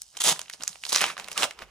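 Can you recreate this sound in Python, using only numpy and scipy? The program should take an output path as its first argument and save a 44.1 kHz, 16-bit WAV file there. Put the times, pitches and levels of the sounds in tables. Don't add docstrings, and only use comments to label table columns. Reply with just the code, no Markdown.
import sys
import numpy as np
from scipy import signal
from scipy.fft import rfft, irfft, next_fast_len
from scipy.io import wavfile
from scipy.ndimage import uniform_filter1d

SR = 44100
rng = np.random.default_rng(int(sys.argv[2]) if len(sys.argv) > 2 else 0)


def dump_mix(stems):
    frames = np.atleast_2d(stems).T
    limited = np.clip(frames, -1, 1)
    pcm = np.round(limited * 32767).astype(np.int16)
    wavfile.write(sys.argv[1], SR, pcm)


N = 74970


def amp(db):
    return 10 ** (np.asarray(db) / 20)


def unit(x):
    return x / np.sqrt(np.mean(x ** 2) + 1e-20)


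def along(points, hz):
    point_hz, values = np.transpose(points)
    return np.interp(np.log(hz + 1), np.log(point_hz + 1), values)


def gains(rows):
    times, *levels = np.transpose(rows)
    t = np.arange(N) / SR
    return [amp(np.interp(t, times, level, left=-150, right=-150)) for level in levels]


def filtered(x, response):
    size = next_fast_len(N + SR // 2)
    hz = np.fft.rfftfreq(size, 1 / SR)
    return irfft(rfft(x, size) * response(hz), size)[..., :N]


def coloured(x, spectrum):
    return unit(filtered(x, lambda hz: amp(along(spectrum, hz))))


def causal(db):
    cepstrum = irfft(db * np.log(10) / 20)
    half = len(cepstrum) // 2
    cepstrum[1:half] *= 2
    cepstrum[half + 1:] = 0
    return np.exp(rfft(cepstrum))


def bell(hz, centre_hz, width_oct):
    return np.exp(-.5 * (np.log2((hz + 1) / centre_hz) / width_oct) ** 2)


def crackle(spectrum, per_s, scatter_db, count=10, size=500):
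    grain_t60_s = 0.0043
    t = np.arange(size) / SR
    facets = rng.standard_normal((count, 2, size)) * amp(-60 * t / grain_t60_s)
    struck = rng.random((count, 1, N)) < per_s / SR / count
    clicks = struck * amp(scatter_db * rng.standard_normal((count, 1, N)))
    grains = signal.oaconvolve(clicks, facets, axes=2).sum(0)[:, :N]
    x = coloured(grains, spectrum)
    running_power = np.abs(uniform_filter1d(np.mean(x ** 2, axis=0), size))
    return x / np.sqrt(running_power + 0.018)


def room_hum():
    hum_db = -76.5
    # (frequency [Hz], relative level [dB])
    hum_spectrum = [(28, -42), (38, -20), (50, 0.5), (75, -8.5), (130, -12.5), (400, -35), (2000, -35),
                    (16000, -56)]
    return amp(hum_db) * coloured(rng.standard_normal((2, N)), hum_spectrum)


def fingers():
    slips_per_s, scatter_db = 700, 7.0
    ticks_over_hiss_db = 0
    hiss_db, body_db = -2.5, 0
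    # (time [s], relative treble level [dB], relative body level [dB])
    slide_levels = [(0, -55.5, -73), (0.04, -55.5, -72), (0.11, -56.5, -74.5), (0.16, -57, -54.5),
                    (0.33, -39, -74), (0.41, -49.5, -52), (0.46, -55, -60), (0.515, -60, -62),
                    (0.53, -40, -67), (0.545, -45.5, -47.5), (0.56, -58, -69), (0.59, -58, -63),
                    (0.615, -52, -49), (0.665, -48, -60.5), (0.70, -44.5, -57), (0.77, -53.5, -64),
                    (0.805, -54.5, -71.5), (0.86, -43.5, -52.5), (1.0, -34.5, -82), (1.16, -59, -62),
                    (1.19, -43.5, -42.5), (1.22, -53.5, -47), (1.265, -57, -50), (1.30, -55, -50.5),
                    (1.322, -41, -43), (1.34, -50, -56.5), (1.5, -49.5, -54), (1.56, -65.5, -61),
                    (1.625, -65, -41.5), (1.66, -70, -60), (1.7, -72, -58)]
    # (frequency [Hz], relative level [dB])
    hiss_spectrum = [(1200, -47), (3000, 4), (6000, 5), (9500, 9.5), (12000, 0), (16000, -3)]
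    body_spectrum = [(60, -13.5), (180, -8), (380, -11), (700, -2.5), (1400, -4), (2600, -4), (5000, -20)]

    def rub(spectrum):
        ticks = amp(ticks_over_hiss_db) * crackle(spectrum, slips_per_s, scatter_db)
        hiss = coloured(rng.standard_normal((2, N)), spectrum)
        return unit(ticks + hiss)

    treble, body = gains(slide_levels)
    return amp(hiss_db) * treble * rub(hiss_spectrum) + amp(body_db) * body * rub(body_spectrum)


def flattened(burst, size=24):
    evenness = 0.96
    spectrum = rfft(burst)
    smooth_power = uniform_filter1d(np.abs(spectrum) ** 2, size)
    return spectrum * causal(-10 * evenness * np.log10(smooth_power))


def creases(size=2048):
    crack_rise_s, tail_db, tail_t60_s = 0.00033, -5.5, 0.014
    ring_db, ring_width_oct = 9, 0.3
    strength_trim_db, bass_trim_db, treble_trim_db = 12, -1, -2
    # (time [s], relative strength [dB], ring pitch [Hz], relative bass [dB], relative treble [dB])
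    snap_events = [(0.0185, -22, 4630, -10.5, 11), (0.1515, -42, 1300, -11, -31),
                   (0.1693, -23, 3070, -22, -2), (0.173, -24, 6200, 8.5, 1), (0.189, -32.5, 3330, -6, -4),
                   (0.2097, -29, 5830, -14, -29), (0.218, -15, 3380, -20, 1), (0.2396, -9.5, 9200, -9, 4),
                   (0.3608, -28.5, 1910, 4, -18), (0.3928, -19, 3260, 5, 0), (0.4148, -23, 6600, -5, -7),
                   (0.4595, -39, 2300, -18, -22), (0.4815, -36, 3140, -5, -33),
                   (0.4982, -21.5, 1800, -9, -6.5), (0.5359, -27.5, 4850, -25, -14),
                   (0.6082, -30.5, 3180, 6.5, -14), (0.618, -31.5, 1510, 7, -12),
                   (0.6235, -26.5, 4960, -6, -4), (0.6353, -17.5, 5900, 1, -0.5),
                   (0.6728, -34, 2270, -8, -16), (0.678, -11.5, 6520, -14, 0),
                   (0.6908, -40.5, 1050, 9, -11), (0.7294, -36.5, 4530, -14, -17),
                   (0.7565, -32, 2570, 8.5, -12), (0.8372, -19.5, 2640, -9.5, -12.5),
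                   (0.8522, -21, 4300, -12, -6.5), (0.865, -24, 3900, 3, -3), (0.8945, -22, 7050, -28, -3),
                   (0.922, -15.5, 4040, 3.5, -8), (0.9288, -11.5, 4150, 7.5, 0),
                   (0.9475, -10.5, 4800, -12.5, -13), (0.9559, -12, 5400, -4, -7),
                   (0.9603, -5, 5800, -3.5, -8.5), (0.972, -18, 5260, -7, -3), (0.9824, -16, 4100, -8, -12),
                   (1.008, -11.5, 2760, -10, -16), (1.0138, -10.5, 2500, -9, 4),
                   (1.0182, -11.5, 2750, -1, -3.5), (1.0402, -5.5, 2630, 4.5, -16.5),
                   (1.0644, -18.5, 3100, -3, -4), (1.101, -21.5, 1330, 4, -28), (1.168, -24, 1290, 1, -33),
                   (1.179, -21, 1730, -1, -14), (1.1977, -21, 2370, 6.5, -7.5),
                   (1.2436, -28.5, 4130, 1.5, -5), (1.277, -32, 2300, 6, -11), (1.2846, -22.5, 2360, 7, -4),
                   (1.3158, -22, 2800, -5, -1), (1.3286, -27.5, 5300, -3, 5),
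                   (1.3773, -9.5, 2800, -2.5, -4), (1.4236, -13, 2680, 0, -8),
                   (1.4318, -5.5, 2800, 8.5, -11.5), (1.4398, -10.5, 2940, 0, -9),
                   (1.5094, -22.5, 2200, -2.5, -10.5), (1.59, -28, 1170, -8, -16),
                   (1.6208, -23.5, 1760, 10.5, -18.5)]
    # (frequency [Hz], relative level [dB])
    crease_spectrum = [(60, -42.5), (200, -29.5), (700, -2), (1500, 1), (5000, -7), (9000, 5.5), (12000, 0),
                       (16000, -7.5)]

    out = np.zeros((2, N + size))
    t, hz = np.arange(size) / SR, np.fft.rfftfreq(size, 1 / SR)
    crack = t / crack_rise_s * np.exp(-t / crack_rise_s)
    envelope = crack + amp(tail_db) * amp(-60 * t / tail_t60_s)
    for s, db, ring_hz, bass_db, treble_db in snap_events:
        noise = rng.standard_normal((2, size)) * envelope
        bursts = np.array([flattened(burst) for burst in noise])
        ring = ring_db * bell(hz, ring_hz, ring_width_oct)
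        bass, treble = bass_db + bass_trim_db, treble_db + treble_trim_db
        tilt = along([(800, bass), (2000, 0.0046), (4000, 0), (7500, treble)], hz)
        snap = irfft(bursts * causal(along(crease_spectrum, hz) + ring + tilt))
        start = max(0, round(s * SR))
        out[:, start:start + size] += amp(db + strength_trim_db) * snap / np.linalg.norm(snap[0])
    return out[:, :N]


def pulls():
    treble_db, middle_db, bass_db = 1.5, -1.5, -1
    rasp_width_oct = 0.11
    # (time [s], relative treble level [dB], relative middle level [dB], relative bass level [dB])
    rip_levels = [(0.2, -52, -64, -72), (0.204, -26, -34.5, -44.5), (0.219, -30, -37, -45),
                  (0.224, -37, -43, -53), (0.236, -33.5, -43.5, -60), (0.243, -26, -31, -38.5),
                  (0.271, -22.5, -28.5, -32.5), (0.293, -19, -24.5, -29), (0.305, -26.5, -31, -36),
                  (0.327, -27, -29.5, -32.5), (0.334, -43, -53, -48), (0.383, -57, -53, -52.5)]
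    peel_levels = [(0.885, -53, -72, -80), (0.893, -30, -46, -50), (0.921, -48, -42, -64),
                   (0.927, -24, -39, -36.5), (0.942, -30, -37, -51), (0.955, -37, -41, -38),
                   (0.969, -30, -28.5, -46), (1.005, -37.5, -34.5, -50.5), (1.016, -33.5, -20.5, -33.5),
                   (1.046, -37.5, -31, -41), (1.057, -39.5, -32.5, -41), (1.105, -43, -33, -51),
                   (1.148, -59, -59, -51)]
    tug_levels = [(1.345, -57, -54, -58), (1.364, -48, -36.5, -55), (1.382, -34.5, -29.5, -41.5),
                  (1.421, -31.5, -31, -36), (1.437, -29, -29.5, -34.5), (1.447, -30, -23.5, -30.5),
                  (1.461, -44, -58, -51), (1.503, -63, -71.5, -57)]
    # (fracture rate [1/s], rasp pitch [Hz], rasp height [dB])
    grips = [(3970, 2740, 5.5), (1790, 2430, 7.5), (2595, 1260, 7.5)]
    # (frequency [Hz], relative level [dB])
    fracture_spectrum = [(1500, -64), (3300, 6.5), (4300, -5), (5500, 0), (7000, 1), (9500, 4.5),
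                         (11500, -3.5), (15500, -6)]
    foil_spectrum = [(500, -22), (950, -3), (1250, 3), (1900, 6.5), (2700, 0), (3400, -3.5), (4500, -7),
                     (8000, -77)]
    sheet_spectrum = [(40, -45), (110, -17), (180, -5), (320, -4), (490, -4.5), (640, 3.5), (1050, 3.5),
                      (1500, -4.5), (3000, -44)]

    out = np.zeros((2, N))
    for rows, (per_s, rasp_hz, rasp_db) in zip((rip_levels, peel_levels, tug_levels), grips):
        treble, middle, bass = gains(rows)
        fractures = crackle(fracture_spectrum, per_s, scatter_db=0.5)
        foil = crackle(foil_spectrum, per_s, scatter_db=3)
        rasp = unit(filtered(foil, lambda hz: causal(rasp_db * bell(hz, rasp_hz, rasp_width_oct))))
        flap = crackle(sheet_spectrum, per_s, scatter_db=5)
        out += amp(treble_db) * treble * fractures
        out += amp(middle_db) * middle * rasp
        out += amp(bass_db) * bass * flap
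    return out


def bumps():
    width_oct = 0.23
    # (centre time [s], relative level [dB], pitch [Hz], standard deviation of the swell [s])
    bump_events = [(0.313, -52.5, 177, 0.016), (0.61, -57, 253, 0.0087), (0.702, -58.5, 190, 0.0048),
                   (1.05, -52.5, 157.6, 0.0065), (1.444, -38, 627, 0.021), (1.602, -62, 402, 0.042),
                   (1.658, -61, 51.4, 0.05)]
    t = np.arange(N) / SR
    out = np.zeros((2, N))
    for s, db, pitch_hz, length_s in bump_events:
        band = filtered(rng.standard_normal((2, N)), lambda hz: bell(hz, pitch_hz, width_oct))
        swell = np.exp(-.5 * ((t - s) / length_s) ** 2)
        rms_in_swell = np.sqrt(np.average(band[0] ** 2, weights=swell ** 2))
        out += amp(db) * swell * band / rms_in_swell
    return out


def ports(x):
    # (frequency [Hz], level [dB])
    spread = [(100, -12), (1500, -14), (3000, -10), (5000, -8.5), (8000, -8.5), (14000, -19)]
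    # (frequency [Hz], level difference [dB])
    balance = [(100, -1), (430, 0.5), (620, -2.5), (900, -3), (2000, -0.5), (2500, -5.5), (4500, -6.5),
               (5500, -7.5), (7200, -1), (9000, 3), (12000, 0.5)]
    # (frequency [Hz], phase [rad])
    phase_lead = [(100, 0), (520, -.7), (950, -.5), (1300, 0), (2200, .3), (2650, 1.2), (3300, .4),
                  (4400, 1.2), (5200, .3), (7000, 1.2), (10000, 1.9), (12000, 2.8), (14000, 3.05),
                  (16000, 3.14)]

    common = x[0]
    unlike = filtered(x[1], lambda hz: amp(along(spread, hz)))
    side = np.array([[.5], [-.5]])

    def port_response(hz):
        return amp(side * along(balance, hz)) * np.exp(1j * side * along(phase_lead, hz))

    return filtered(np.array([common + unlike, common - unlike]), port_response)


def room(x, count=8):
    tail_db, early_db = -17.5, -15
    mono_hz = 1500
    # (frequency [Hz], T60 [s])
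    decay_times = [(150, 0.28), (600, 0.24), (3500, 0.26), (9000, 0.071), (16000, 0.016)]

    hz, t, z = signal.stft(rng.standard_normal((2, SR // 2)), SR, nperseg=256)
    width = (hz / np.hypot(hz, mono_hz))[:, None]
    z = np.array([z[0] + width * z[1], z[0] - width * z[1]]) / np.hypot(1, width)
    decay = amp(-60 * t / along(decay_times, hz)[:, None])
    tail = signal.istft(z * decay, SR, nperseg=256)[1]
    tail *= amp(tail_db) / np.linalg.norm(tail[0])
    arrivals = (rng.uniform(.003, .018, count) * SR).astype(int)
    tail[:, arrivals] += amp(early_db) * rng.standard_normal(count) / np.sqrt(count)
    return signal.fftconvolve(x, tail, axes=1)[:, :N]


def scene():
    near = ports(room_hum() + fingers() + creases() + pulls() + bumps())
    return near + room(near)


def record(dry):
    clip_top, clip_hardness = .93, 6
    top_hz = 16900
    # (frequency [Hz], level [dB])
    desk_colour = [(300, 1.5), (450, 3.5), (640, -1), (1000, 0), (1280, -1), (1550, -3), (2100, -3),
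                   (2450, -2), (2800, 1), (3400, -1), (4200, 2), (5200, 4.5), (6200, 3), (7100, 2.5),
                   (9000, -3), (11500, 0), (13500, 2.5), (15400, 4), (16200, -16)]
    x = filtered(dry, lambda hz: causal(along(desk_colour, hz)))
    x = x / (1 + np.abs(x / clip_top) ** clip_hardness) ** (1 / clip_hardness)
    return filtered(x, lambda hz: hz < top_hz)


dry = scene()
out = record(dry)
dump_mix(out)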